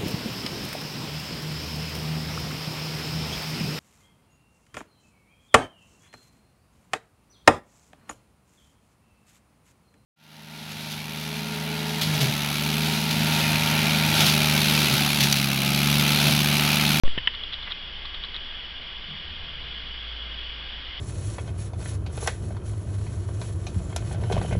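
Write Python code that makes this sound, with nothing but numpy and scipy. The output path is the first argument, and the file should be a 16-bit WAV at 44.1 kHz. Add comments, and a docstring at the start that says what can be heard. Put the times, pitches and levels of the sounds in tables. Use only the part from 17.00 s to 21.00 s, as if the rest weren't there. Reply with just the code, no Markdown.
"""A soft pop and a faint whine as a small camera starts, then knocks and clicks on its plastic body.
Its narrow, ringing hiss covers the scene, a garden bird feeder. Two short runs of dry, scratchy ticks
follow, perhaps pecking: each a scrape ending in a snap. Underneath lie a low outdoor rumble and
a distant engine drone that swells late."""
import sys
import numpy as np
from scipy import signal
from scipy.fft import rfft, irfft
from scipy.io import wavfile
from scipy.ndimage import uniform_filter1d

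SR = 44100
rng = np.random.default_rng(int(sys.argv[2]) if len(sys.argv) > 2 else 0)


def wav_record(signal):
    """Record a signal, one row per channel, as 16-bit PCM in the file named by sys.argv[1]."""
    frames = np.transpose(np.atleast_2d(signal))
    bounded = np.clip(frames, -1, 1)
    # unit amplitude maps onto the largest positive 16-bit level
    quanta = np.round(bounded * 32767).astype(np.int16)
    wavfile.write(sys.argv[1], SR, quanta)


N = 176400
TIME_S = np.arange(N) / SR
MIC_ON_S = 0.0362

# outdoor rumble: f/Hz, relative density/dB
RUMBLE_SPECTRUM = [(6, -4), (18, 5.5), (28, -1.5), (38, -11), (48, -13.5), (66, -8), (100, -17.5),
                   (180, -19), (260, -32), (500, -61)]
# engine drone: t/s, level/dB
DRONE_LEVELS = [(0.05, -42), (0.55, -51), (1.05, -45.5), (1.75, -53), (2.45, -53.5), (2.62, -44),
                (3.25, -39.5), (3.95, -45)]
# distant swells: t/s, length/s, f/Hz, width/Hz, level/dB
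LOW_SWELLS = [(1.884, .26, 47.2, 8.9, -46), (2.058, 0.18, 158.4, 65, -45), (2.09, .65, 76.7, 19, -47),
              (2.1, 1.0, 145, 70, -55)]
# hiss: f/Hz, relative density/dB
HISS_SPECTRUM = [(120, -39.5), (210, -14), (480, -15), (750, -16), (1150, -13.5), (1700, -11), (2400, -9),
                 (2720, -7.5), (2900, -1), (3350, -0.5), (3600, -8), (3820, -17), (4250, -16),
                 (4550, -14.5), (5100, -22), (5500, -27), (5850, -38), (6150, -53.5), (6500, -75.5)]
# hiss: t/s, level/dB
HISS_LEVELS = [(0.04, -37.5), (0.9, -38), (1.9, -38), (2.8, -37.5), (3.95, -37.5)]
# microphone housing peaks and notches: f/Hz, width/Hz, gain/dB
HOUSING_RESONANCES = [(1168, 27, 3), (1285, 46, -4), (1323, 14, 4.5), (1625, 41, 4.5), (1995, 30, -2.5),
                      (2103, 70, 3.5), (2672, 42, -8), (3016, 70, 3), (3150, 36, -11.5), (3320, 70, 4),
                      (3520, 41, -1), (3604, 34, 4.5), (4053, 36, 7.5), (4200, 120, -3.5)]
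# start-up whine: f/Hz, level/dB
WHINE_PARTIALS = [(555, -38.5), (1110, -45.5)]
# camera body: f/Hz, relative level/dB, t60/s
BODY_MODES = [(991, -23.5, 0.027), (1440, -33, 0.0086), (1805, -9, 0.01), (1850, -7, 0.0099),
              (2710, -10, 0.0027), (2998, 6, 0.0072), (3200, -8, 0.0072), (4480, -42, 0.0093),
              (5230, -26, .006)]
# contacts on the body: t/s, ring/dB, thud/dB
BODY_KNOCKS = [(0.0781, -22.5, -23), (0.1771, -21, -16.5), (.1790, -14, -37), (0.1828, -18, -34),
               (0.1851, -16.5, -40), (0.2732, -4.5, -28.5), (0.2755, -5.5, -34)]
# ticks: snap t/s, scrape length/s, scrape/dB, snap/dB, rub/dB
TICK_STROKES = [(0.351, 0.016, -38, -29, -43.5), (0.438, .003, -32, -25, -40.5),
                (.535, .011, -31, -22, -41.5), (.542, 0.0033, -34.5, -22, -46),
                (0.632, 0.0068, -32, -26, -42), (.683, 0.014, -44, -47, -36),
                (.7215, 0.021, -30.5, -16.5, -39.5), (1.0565, 0.0071, -32, -26, -42),
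                (1.1474, 0.0074, -32, -24, -39), (1.2385, 0.0026, -31, -22, -42),
                (1.248, .003, -34, -21, -42), (1.3452, 0.0034, -36, -21, -43.5),
                (1.365, 0.014, -35, -18, -41)]
# bright scrape: f/Hz, relative density/dB
SCRAPE_SPECTRUM = [(800, -30), (2500, -12.5), (3000, -2), (3350, 11), (3750, -6.5), (4050, -2.5),
                   (4450, -12.5), (5200, -19.5), (5900, -36), (6400, -65)]
# dull rub: f/Hz, relative density/dB
RUB_SPECTRUM = [(200, -11.5), (700, -15.5), (1100, 0), (1450, -5), (2000, 1.5), (2600, -6.5), (4000, -29),
                (6000, -64.5)]


def amp(db):
    """dB to gain."""
    return 10 ** (np.asarray(db) / 20)


def unit_rms(x):
    """Scale to rms 1."""
    return x / np.sqrt(np.mean(x ** 2) + 1e-20)


def envelope(levels):
    """Per-sample gain from (t/s, level/dB) points."""
    return amp(np.interp(TIME_S, *np.transpose(levels)))


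def shaped_noise(spectrum):
    """Noise, rms 1; spectrum interpolated over log frequency."""
    hz, db = np.transpose(spectrum)
    f_hz = np.fft.rfftfreq(N, 1 / SR)
    gain = amp(np.interp(np.log(f_hz + 1), np.log(hz + 1), db))
    return unit_rms(irfft(rfft(rng.standard_normal(N)) * gain, N))


def band_noise(centre_hz, width_hz):
    """Noise, rms 1, in a Gaussian band."""
    f_hz = np.fft.rfftfreq(N, 1 / SR)
    gain = np.exp(-2 * ((f_hz - centre_hz) / width_hz) ** 2)
    return unit_rms(irfft(rfft(rng.standard_normal(N)) * gain, N))


def add(mix, start_s, sound):
    """Mix in place at start_s."""
    part = mix[max(round(start_s * SR), 0):][:len(sound)]
    part += sound[:len(part)]


def outdoor_rumble(bed_db=-43):
    """Steady low noise plus soft, distant narrow-band swells."""
    out = amp(bed_db) * shaped_noise(RUMBLE_SPECTRUM)
    for start_s, length_s, hz, width_hz, db in LOW_SWELLS:
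        arch = np.sin(np.pi * np.clip((TIME_S - start_s) / length_s, 0, 1))
        out += amp(db) * arch * band_noise(hz, width_hz)
    return out


def engine_drone(pitch_hz=55.8, wander_rms=0.008):
    """Distant engine: one low, wavering tone."""
    hz = pitch_hz * (1 + wander_rms * band_noise(0, width_hz=4.3))
    return envelope(DRONE_LEVELS) * unit_rms(np.sin(2 * np.pi * np.cumsum(hz) / SR))


def hiss(flicker_db=0.72, patch_s=0.055, patch_hz=350, rise_s=0.017):
    """Hiss ringing in the microphone housing; fades in, flickers slightly in time-frequency patches."""
    f_hz = np.fft.rfftfreq(N, 1 / SR)
    housing_db = sum(db * np.exp(-((f_hz - hz) / width_hz) ** 2)
                     for hz, width_hz, db in HOUSING_RESONANCES)
    ringing = irfft(rfft(shaped_noise(HISS_SPECTRUM)) * amp(housing_db), N)
    bins_hz, frames_s, spectra = signal.stft(ringing, SR, nperseg=1024, noverlap=768)
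    patches = uniform_filter1d(rng.standard_normal(spectra.shape), round(patch_hz / bins_hz[1]), axis=0)
    patches = unit_rms(uniform_filter1d(patches, round(patch_s / frames_s[1]), axis=1))
    spectra *= amp(flicker_db * patches)
    flickering = signal.istft(spectra, SR, nperseg=1024, noverlap=768)[1][:N]
    fade_in = np.clip((TIME_S - MIC_ON_S) / rise_s, 0, 1)
    return fade_in * unit_rms(flickering) * envelope(HISS_LEVELS)


def whine(half_length_s=0.03):
    """Faint, brief tone as the camera starts."""
    gate = np.exp(-((TIME_S - MIC_ON_S) / half_length_s) ** 8)
    return gate * sum(amp(db) * np.sin(2 * np.pi * hz * TIME_S) for hz, db in WHINE_PARTIALS)


def knocks(contact_s=0.00095, rattle_db=-16.5, rattle_decay_s=0.0073):
    """Each contact rings and rattles the plastic body; its thud sets the whole camera booming."""
    thud_hz, thud_decay_s = 233, 0.00065
    boom_hz, boom_decay_s, boom_re_thud_db = 116, 0.029, -21
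    t = np.arange(SR // 10) / SR
    ring = sum(amp(db - 60 * t / t60_s) * np.sin(2 * np.pi * hz * t) for hz, db, t60_s in BODY_MODES)
    ring *= 1 - np.exp(-(t / contact_s) ** 2)
    ring /= abs(ring).max()
    thud = -np.sin(2 * np.pi * thud_hz * t) * np.exp(1 - t / thud_decay_s)
    boom = amp(boom_re_thud_db) * np.sin(2 * np.pi * boom_hz * t) * np.exp(-t / boom_decay_s)
    out = np.zeros(N)
    for start_s, ring_db, thud_db in BODY_KNOCKS:
        body_noise = unit_rms(signal.fftconvolve(rng.standard_normal(len(t)), ring)[:len(t)])
        rattle = amp(rattle_db) * body_noise * np.exp(-t / rattle_decay_s)  # dB re ring peak
        add(out, start_s, amp(ring_db) * (ring + rattle) + amp(thud_db) * (thud + boom))
    return out


def ticks(release_s=0.006, snap_s=0.00052, snap_hz=3560, grain_db=2):
    """Perhaps pecking: a grainy scrape over a dull rub builds to a tiny snap, then dies away."""
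    scrape_gain, rub_gain, snaps = np.zeros((3, N))
    for at_s, length_s, scrape_db, snap_db, rub_db in TICK_STROKES:
        t = TIME_S - at_s
        stroke = np.exp(-np.where(t < 0, (t / length_s) ** 4, t / release_s))
        scrape_gain += amp(scrape_db) * stroke
        rub_gain += amp(rub_db) * stroke
        snaps += amp(snap_db) * np.exp(-(t / snap_s) ** 2) * np.sin(2 * np.pi * snap_hz * t)
    grain = unit_rms(amp(grain_db * band_noise(0, width_hz=800)))
    scrape = scrape_gain * shaped_noise(SCRAPE_SPECTRUM)
    rub = rub_gain * shaped_noise(RUB_SPECTRUM)
    return grain * (scrape + rub) + snaps


def scene():
    """All sources, mono."""
    return (hiss() + engine_drone() + outdoor_rumble() + whine() + knocks() + ticks())[None]


def record(dry, cutoff_hz=6250):
    """Microphone comes on with a soft pop, settles with a slow bump; the camera cuts the treble."""
    pop_db, pop_decay_s = -18.5, 0.03
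    bump_db, bump_at_s, bump_rise_s, bump_fall_s = -9, 0.059, 0.014, 0.044
    pop = amp(pop_db) * np.exp(-np.maximum(TIME_S - MIC_ON_S, 0) / pop_decay_s)
    t = TIME_S - bump_at_s
    bump = amp(bump_db) * np.exp(-np.where(t < 0, -t / bump_rise_s, t / bump_fall_s))
    live = (dry - pop - bump) * (TIME_S >= MIC_ON_S)
    lowpass = signal.firwin(511, cutoff_hz, window=("kaiser", 9), fs=SR)
    return signal.oaconvolve(live, lowpass[None], "same")


dry = scene()
out = record(dry)
wav_record(out)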